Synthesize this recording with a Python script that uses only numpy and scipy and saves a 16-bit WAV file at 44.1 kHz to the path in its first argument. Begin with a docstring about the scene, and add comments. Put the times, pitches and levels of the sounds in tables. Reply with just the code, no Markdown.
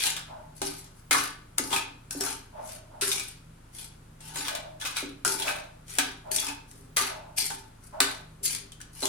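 """A gritty scrape and a clack of steel open the scene: a ladle lands in a dry wok in a hard small kitchen.
It goes on scraping through crisp slices, stroke after stroke.
Friction is uneven bursts of noise, blows are short snaps and pings; both ring the modes of one bowl.
Behind lie soft hollow puffs of resonant noise and a low wavering hum of sine waves, drone and room tone.
Two spaced microphone ports hear it, the left one brighter."""
import sys
import numpy as np
from scipy import signal
from scipy.fft import rfft, irfft, next_fast_len
from scipy.io import wavfile
from scipy.ndimage import uniform_filter1d, map_coordinates

SR = 44100
rng = np.random.default_rng(int(sys.argv[2]) if len(sys.argv) > 2 else 0)


def to_wav(sig):
    """Store sig (one row per channel, or 1-D mono) as 16-bit WAV at the path in sys.argv[1].

    Samples outside -1..1 are clipped; the rate is SR.
    """
    pcm = np.clip(np.atleast_2d(sig), -1, 1) * 32767
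    pcm = np.round(pcm).astype(np.int16)
    wavfile.write(sys.argv[1], SR, pcm.T)  # frames by channels


N = 400428  # length in samples


def amp(db):
    """Decibels turned into a plain gain."""
    return 10 ** (np.asarray(db) / 20)


def unit(x):
    """The signal scaled to an rms of one."""
    return x / np.sqrt(np.mean(x ** 2) + 1e-20)


def along(points, hz):
    """Read a curve of (Hz, value) points, joined by straight lines on a log frequency axis."""
    point_hz, values = np.transpose(points)
    return np.interp(np.log(hz + 1), np.log(point_hz + 1), values)


def filtered(x, response):
    """Filter x by multiplying its spectrum with a response, which may be complex."""
    size = 2 * next_fast_len((N + SR) // 2)  # spare room at the end, so tails do not wrap around
    spectrum = rfft(x, size) * response(np.fft.rfftfreq(size, 1 / SR))
    return irfft(spectrum, size)[..., :N]


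def even(response):
    """The response scaled so that white noise keeps its level."""
    scale = np.sqrt(np.mean(np.abs(response(np.arange(1, SR // 2))) ** 2))
    return lambda hz: response(hz) / scale


def modes(table):
    """A sum of resonances that ring only after they are struck; a narrow one rings longer."""
    def response(hz):
        total = 0
        for k, (centre, width, db) in enumerate(table):
            damping = 1j * hz * width
            resonance = damping / (centre * centre - hz * hz + damping)
            total = total + (-1) ** k * amp(db) * resonance  # neighbours have opposite signs
        return total
    return even(response)


def causal(points):
    """Minimum-phase response: the gain curve of the (Hz, dB) points, with the sound as early as possible."""
    def response(hz):
        cepstrum = irfft(np.log(amp(along(points, hz)) + 1e-4))
        # folding the second half onto the first gives the minimum phase
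        cepstrum[1:len(hz) - 1] *= 2
        cepstrum[len(hz):] = 0
        return np.exp(rfft(cepstrum))
    return even(response)


def swells(rows, sag_db, end_db):
    """Each row rises, sags slowly while it lasts and then dies faster; losses are in dB per second."""
    power = np.zeros(N + SR)
    t = np.arange(SR // 2) / SR
    for start, rise, length, db, *_ in rows:
        sag = sag_db * (t.clip(max=length) - rise).clip(0)
        ending = end_db * (t - length).clip(0)
        climb = (t / max(rise, 1 / SR)).clip(max=1)
        power[round(start * SR):][:len(t)] += (climb * amp(db - sag - ending)) ** 2
    return np.sqrt(power[:N])


def latest(rows, column):
    """For each sample, that column of the row that started last."""
    table = np.array(rows)
    started = np.searchsorted(table[:, 0] * SR, np.arange(N), side="right")
    return table[started.clip(1) - 1, column]


# How alike diffuse sound is at the two ports.
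# Each row: frequency in Hz, likeness from -1 (opposite) to 1 (the same).
LIKENESS = [(60, 1.0), (130, 0.98), (290, 0.81), (640, -0.41), (1410, 0.23), (3100, 0.16), (6820, -0.082),
            (15000, -0.23)]


def diffuse(pair):
    """Two unrelated signals mixed to the likeness that spaced ports hear."""
    def mid_and_side(hz):
        angle = np.arccos(np.clip(along(LIKENESS, hz), -1, 1)) / 2
        return np.array([np.cos(angle), np.sin(angle)])
    mid, side = filtered(pair, mid_and_side)
    return np.array([mid + side, mid - side])


# Colour of the room tone. Each row: frequency in Hz, relative level in dB per Hz.
ROOM_TONE = [(15, -30), (45, -10), (130, -11), (234, -12), (280, -14), (433, -20), (1410, -22.5),
             (1870, -28), (5500, -35), (10400, -33), (16600, -51.5)]


def hum():
    """A motor of wavering speed and a fuzzy drone, alike at both ports, over the room tone."""
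    motor_hz, motor_db = 28.1, [-58, -65.5, -65.5, -58.5]  # speed, and rms level of multiples 1 to 4
    drone_db, air_db = -58.0, -56.0
    knots = rng.standard_normal(N // 5000 + 4)  # one random speed every 5000 samples
    speed = 1 + .02 * map_coordinates(knots, [np.arange(N) / 5000])
    turn = 2 * np.pi * np.cumsum(motor_hz * speed) / SR
    motor = sum(np.sqrt(2) * amp(db) * np.sin((k + 1) * turn) for k, db in enumerate(motor_db))
    drone = filtered(rng.standard_normal(N), modes([(156.06, 1.9, 0)]))  # centre Hz, width Hz, dB
    air = filtered(rng.standard_normal((2, N)), even(lambda hz: amp(along(ROOM_TONE, hz))))
    return motor + amp(drone_db) * drone + amp(air_db) * diffuse(air)


# Soft hollow puffs. Each row: start in seconds, rise in seconds, length in seconds, level in dB,
# low resonances over high ones in dB.
PUFF_ROWS = [(0.27, 0.047, 0.14, -41.5, 0.5), (2.52, 0.075, 0.1, -38, 4), (2.7, 0.032, 0.23, -52, 23),
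             (2.89, 0.058, 0.096, -46.5, 2), (4.27, 0.011, .2, -58, -29), (4.48, 0.051, 0.091, -39, 10),
             (4.6, 0.052, 0.11, -44, 20), (5.44, 0.0076, 0.17, -35.5, 9), (6.23, 0.065, 0.064, -39, 3),
             (7.08, 0.026, 0.22, -40, 2), (7.92, 0.021, 0.22, -38.5, 2.5), (9.02, 0.0051, 0.012, -32.5, -4)]
# Low and high group of puff resonances. Each row: frequency in Hz, width in Hz, relative level in dB.
HOLLOW_MODES = [
    [(619, 46, 7.5), (700, 153, 0), (890, 220, -6.5)],
    [(863, 49, -5.5), (1080, 380, -20.5), (1450, 170, -21.5)],
]


def puffs():
    """Soft airy swells of noise, each leaning to the lower or the higher hollow resonances."""
    level = swells(PUFF_ROWS, sag_db=49, end_db=105)
    level = uniform_filter1d(level, size=200)  # softens the corners
    lean = amp(latest(PUFF_ROWS, column=4))
    total = np.hypot(1, lean)  # the two shares together keep the power
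    out = 0
    for share, table in zip([lean / total, 1 / total], HOLLOW_MODES):
        out = out + filtered(share * level * rng.standard_normal((2, N)), modes(table))
    return out


# Scraping strokes. Each row: start in seconds, rise in seconds, length in seconds, friction level in dB,
# then the weight in dB on the modes of the rim, the upper wall and the lower wall.
STROKE_ROWS = [ (0.0, 0.0013, 0.051, -29, -0.5, -12, -33), (0.03, 0.022, 0.036, -27, 0, -10, -11.5),
               (0.158, 0.0052, 0.017, -44, 3, 3, -11), (0.545, 0.027, 0.083, -47.5, -9, -25, -12),
               (0.619, 0.045, 0.24, -36, -5, -11, -10.5), (0.94, 0.03, 0.028, -52, -25, -5, -38),
               (1.108, 0.0063, 0.13, -24.5, -1.5, 1.5, -10),
               (1.579, 0.0016, 0.0068, -29.5, -9.5, -6.5, -19), (1.602, 0.062, 0.13, -35.5, -21, -9, -8),
               (1.706, 0.015, 0.035, -30, 1.5, 0, -1), (2.105, .003, 0.11, -36, -13, -9.5, -10),
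               (2.202, 0.0021, .07, -28, -14, -4, -13), (2.259, 0.021, 0.057, -30, -5, -10.5, -8.5),
               (2.6, .11, 0.13, -42.5, -5.5, -6, -35), (3.013, 0.0022, 0.12, -24, -6, -14, -45),
               (3.102, 0.03, 0.22, -33, -4, -13, -19), (3.716, 0.085, 0.13, -40.5, -3.5, -13.5, -13),
               (4.188, 0.092, 0.13, -44.5, -1.5, -7.5, -6), (4.335, 0.034, 0.25, -36.5, 2, 1.5, -0.5),
               (4.446, 0.01, 0.03, -38.5, 6, 3.5, -7), (4.797, 0.023, 0.11, -39, 5, 3, -10),
               (4.942, 0.044, 0.043, -37, 6.5, -0.5, -10), (5.249, 0.0028, 0.18, -25, -11, -13.5, -12),
               (5.387, 0.04, 0.19, -39, 7, -2, 0), (5.456, 0.0092, 0.043, -36.5, 4.5, 8, -3.5),
               (5.858, 0.066, 0.24, -38, -2.5, -17, -14.5), (5.986, 0.024, 0.067, -72, 6, 4, -1.5),
               (6.314, 0.0019, 0.041, -26.5, -10, -18.5, -38), (6.357, 0.0045, 0.053, -29, -12, -54, -22),
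               (6.421, 0.026, 0.046, -36.5, -2.5, -2.5, -2.5), (6.67, 0.052, 0.16, -52.5, -10, -12, -37),
               (6.963, 0.0044, 0.088, -25.5, -0.5, -1, -8.5), (7.361, 0.024, 0.1, -23.5, -8, -50, -19),
               (7.502, 0.0062, 0.13, -48, -4, -6.5, -2.5), (7.8, 0.035, 0.073, -53, -23, -5.5, -31),
               (8.001, 0.0019, 0.098, -31, -0.5, 0.5, -14.5), (8.427, 0.022, 0.026, -22.5, -14.5, -39, -42),
               (8.492, 0.025, 0.026, -28.5, -6, -25, -29), (8.917, 0.3, .18, -29, -8, -17, -18)]
# How long the kitchen rings. Each row: frequency in Hz, time in seconds to fall by 60 dB.
ROOM_DECAY = [(200, 0.55), (1000, 0.47), (4000, 0.41), (12000, 0.16)]


def kitchen(x):
    """The room answers each stroke anew; each frequency dies at its own speed."""
    wet = np.zeros((2, N + SR))
    starts = [round(row[0] * SR) for row in STROKE_ROWS] + [N]
    for begin, end in zip(starts, starts[1:]):
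        hz, t, z = signal.stft(rng.standard_normal((2, SR // 2)), SR, nperseg=256)
        decay = amp(-60 * t / along(ROOM_DECAY, hz)[:, None])
        tail = signal.istft(z * decay, SR, nperseg=256)[1]
        tail = tail / np.linalg.norm(tail[0])
        source = x[:, begin:end].mean(0)[None]
        echo = signal.fftconvolve(source, tail, axes=1)
        wet[:, begin + 100:][:, :echo.shape[1]] += echo  # the answer comes 100 samples late
    return diffuse(wet[:, :N])


# The bowl rocks on its stand. Each row: time in seconds, level in dB of the push,
# extra level in dB for the second group of low modes.
THUMP_ROWS = [(0.617, -41.5, 14), (1.112, -42.5, -24), (1.595, -38, 6), (1.712, -45, 11), (2.15, -42, 5),
              (2.208, -44.5, 12), (3.023, -51.5, 27), (3.075, -56, 20), (3.135, -59.5, 19), (5.027, -38, 3),
              (5.268, -58, 34), (5.363, -52.5, 19.5), (5.982, -41, 7.5), (6.312, -50.5, 13.5),
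              (7.012, -56.5, 23.5), (8.007, -39.5, 9), (9.026, -40, 11)]
# Two groups of low bowl modes. Each row: frequency in Hz, width in Hz, relative level in dB.
BOTTOM_MODES = [
    [(257, 18, 2), (284.9, 12.1, 7.5), (507, 144, -7.5)],
    [(393.6, 10.7, 8.5)],
]


def thumps():
    """Each rock gives the low modes of the bowl one soft push."""
    push = np.zeros((2, N))
    for start, db, second_db in THUMP_ROWS:
        push[:, round(start * SR)] = amp(db + np.array([44, 33.0 + second_db]))
    push = uniform_filter1d(uniform_filter1d(push, size=30), size=30)  # a soft contact
    return sum(filtered(p, modes(table)) for p, table in zip(push, BOTTOM_MODES))


# Ladle and slice contacts. Each row: time in seconds, level in dB, ping frequency in Hz,
# level of the snap in dB against that level.
BLOW_ROWS = [(0.0372, -12, 4140, -5), (0.0575, -24, 5000, 4), (0.067, -13, 2913, -4),
             (0.1022, -16, 7160, -10), (0.166, -20, 3410, -10.5), (0.6174, -11, 800, -9),
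             (1.11, -5, 2200, -8.5), (1.147, -1.5, 1220, -42), (1.5832, -18, 2080, 10),
             (1.727, -7, 945, -27), (1.728, -9, 3260, -18), (1.762, -9, 2493, -14.5),
             (2.109, -25.5, 5500, 6), (2.2087, -11, 5530, -8), (2.262, -15.5, 1450, -22),
             (3.0116, -28.5, 4120, 7.5), (3.0203, -14, 1507, -5), (3.1159, -10.5, 3570, -9),
             (3.175, -17.5, 2370, -14), (3.1969, -16.5, 2442, -6), (4.2055, -29.5, 8500, -15),
             (4.3584, -20, 8140, -8), (4.4823, -21, 3960, -5), (4.5508, -20.5, 3510, -8.5),
             (4.8511, -19, 2550, -11.5), (4.9681, -20, 2470, -5.5), (5.249, -7.5, 1450, -5),
             (5.2777, -19.5, 1236, 7), (5.322, -19.5, 5640, 0), (5.4002, -26.5, 3420, -16),
             (5.42, -14, 3420, -26), (5.478, -7.5, 2500, -42), (5.489, -15.5, 1645, -25.5),
             (5.985, -9, 2490, -3.5), (6.362, -13, 5550, 4), (6.383, -12.5, 3400, -10),
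             (6.484, -15, 2530, -13.5), (6.7136, -45.5, 1540, 10.5), (6.9694, -8, 2045, -6),
             (6.995, -10.5, 1275, -45), (7.379, -29, 2620, 12.5), (7.402, -10.5, 4640, -9),
             (7.5026, -19.5, 1607, -8.5), (7.504, -23, 900, -30), (8.004, -12.5, 4050, 6.5),
             (8.4387, -25.5, 5850, -3), (8.4488, -21, 9100, -5), (8.4614, -21, 4030, 4),
             (8.5494, -21.5, 4870, 2.5), (8.7198, -30.5, 3230, -5.5), (8.803, -28.5, 1620, -14),
             (8.814, -32.5, 5950, 1.5), (9.0212, -27, 3850, 3), (9.0281, -11, 4070, -12),
             (9.055, -15, 3370, 2.5)]


def blows():
    """A snap, a chatter of steel on steel, and a rough ping where the bowl is struck."""
    force, ping = np.zeros((2, N + SR)), np.zeros((2, N + SR))
    t = np.arange(SR // 12) / SR
    for start, db, hz, snap_db in BLOW_ROWS:
        at = round(start * SR)
        snap = amp(snap_db - 60 * t / 0.011)  # falls 60 dB in 11 ms
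        chatter = 0.25 * amp(0.29 * snap_db - 60 * t / 0.11) * (1 - np.exp(-t / 0.003))
        noise = rng.standard_normal((2, len(t)))
        force[:, at:][:, :len(t)] += amp(db + 7.5) * (snap + chatter) * noise
        # slow random strengths of sine and cosine make the ping rough
        rough = uniform_filter1d(rng.standard_normal((2, 2, len(t))), size=140)
        tone = rough[0] * np.sin(2 * np.pi * hz * t) + rough[1] * np.cos(2 * np.pi * hz * t)
        decay = amp(db + 18 - 60 * t / 0.072) * (1 - np.exp(-t / 0.00096))
        ping[:, at:][:, :len(t)] += decay * tone
    return diffuse(force[:, :N]), ping[:, :N]


def clatter(per_second, spread_db, t60, smooth, count):
    """Crisp slices knock about: short bursts of uneven size, each loudest near its own band, on a smooth rub."""
    t = np.arange(SR // 20) / SR
    when = rng.random(N) < per_second / SR
    size_db = spread_db * rng.standard_normal(N).clip(-2, 1.6)
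    pitch = rng.uniform(0, count, N)  # the place of each burst on the row of bands
    noise = rng.standard_normal((2, N))
    centres = np.geomspace(900, 13000, count)  # Hz
    out = 0
    for k in range(count):
        starts = when * amp(size_db - 3.5 * np.abs(pitch - k))  # 3.5 dB less for each band away
        bursts = signal.fftconvolve(starts, amp(-60 * t / t60))[:N]
        shape = smooth + unit(bursts)
        band = lambda hz: np.interp(np.log(hz + 1), np.log(centres), np.arange(count) == k)
        out = out + shape * filtered(noise, band)
    return unit(diffuse(out))


def wandering(x, depth_db):
    """The point of contact moves, so the colour shifts in patches from moment to moment."""
    z = signal.stft(x, nperseg=512)[2]
    field = rng.standard_normal(z.shape[1:])
    field = uniform_filter1d(field, size=4, axis=0)  # over frequency
    field = uniform_filter1d(field, size=7, axis=1)  # over time
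    gain_db = depth_db * unit(field) - depth_db ** 2 / 8.7  # the last term keeps the mean power
    return signal.istft(z * amp(gain_db), nperseg=512)[1][:, :N]


# The bowl rumbles on its stand while it is pushed.
# Each row: start in seconds, rise in seconds, length in seconds, level in dB.
RUMBLE_ROWS = [(4.33, 0.034, 0.098, -43), (6.72, 0.0092, 0.13, -46.5), (8.4, 0.0065, 0.23, -43)]
# Colour of the friction and of a blow. Each row: frequency in Hz, relative level in dB per Hz.
GRIT_COLOUR = [(2500, -27), (4300, -5), (7000, -7), (10500, -1), (12000, -9.5), (15300, -17), (16600, -53)]
SNAP_COLOUR = [(700, -32), (2200, -4), (9000, 8), (16600, -19)]
# Modes of the rim, upper wall and lower wall of the bowl, and the high modes of the steel.
# Each row: frequency in Hz, width in Hz, relative level in dB.
RIM_MODES = [(2460, 71, 8), (2490, 28, 1), (2430, 76, -3), (3152, 117, 1), (3350, 1830, 12.5),
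             (4050, 30, 20)]
UPPER_WALL_MODES = [(1218, 133, 4), (1236, 45, 10.5), (1502, 35, 12.5), (1526, 110, 11), (1623, 36, -9),
                    (1880, 120, -1), (1620, 860, 4)]
LOWER_WALL_MODES = [(796, 16, 13), (872.4, 20, 15.5), (919, 125, 7.5), (707, 1280, -4.5)]
STEEL_MODES = [(5450, 50, -2), (6580, 15, 29), (10800, 170, -14), (10630, 2000, 4)]


def ladle():
    """Friction and blows drive the broad crunch and the modes of the bowl."""
    lift_db = 226  # loss in dB per second after the ladle lifts
    drag = swells(STROKE_ROWS, sag_db=88, end_db=lift_db)
    grit = clatter(per_second=150, spread_db=4.5, t60=0.028, smooth=0.9, count=6)
    rub = amp(8.5) * wandering(drag * grit, depth_db=3.0)
    hit, ping = blows()
    force = rub + amp(-0.5) * hit
    crunch = filtered(rub, causal(GRIT_COLOUR)) + filtered(hit, causal(SNAP_COLOUR))
    ring = amp(-17.0) * filtered(force, modes(STEEL_MODES))
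    bowl = 0
    for k, table in enumerate([RIM_MODES, UPPER_WALL_MODES, LOWER_WALL_MODES]):
        weight = amp(latest(STROKE_ROWS, column=4 + k))
        bowl = bowl + filtered(weight * force, modes(table))
    shake = swells(RUMBLE_ROWS, 21, lift_db) * diffuse(rng.standard_normal((2, N)))
    # a drag low in the bowl shakes the bottom
    low_drag = amp(latest(STROKE_ROWS, column=6) - 7.5) * rub
    rumble = filtered(low_drag + shake, modes(BOTTOM_MODES[0] + BOTTOM_MODES[1]))
    return crunch + ring + amp(-0.5) * bowl + rumble + ping + thumps()


def scene():
    """The wok with its room, over the puffs and the hum."""
    wok = ladle()
    wok_in_room = wok + amp(-1.5) * kitchen(wok)
    return amp(-12) * wok_in_room + diffuse(puffs()) + hum()


# Brightness of the left port. Each row: frequency in Hz, left over right in dB.
LEFT_OVER_RIGHT = [(1500, 0), (4000, 1), (8000, 4.5), (15000, 6.5)]


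def record(dry):
    """The left port is brighter, the loudest peaks are rounded off, nothing is kept above the band limit."""
    top_hz = 16600
    ports = filtered(dry, lambda hz: amp(np.outer([.5, -.5], along(LEFT_OVER_RIGHT, hz))))
    rounded = ports / (1 + np.abs(ports / .9) ** 4) ** (1 / 4)  # never passes 0.9
    return filtered(rounded, lambda hz: hz < top_hz)


dry = scene()
out = record(dry)
to_wav(out)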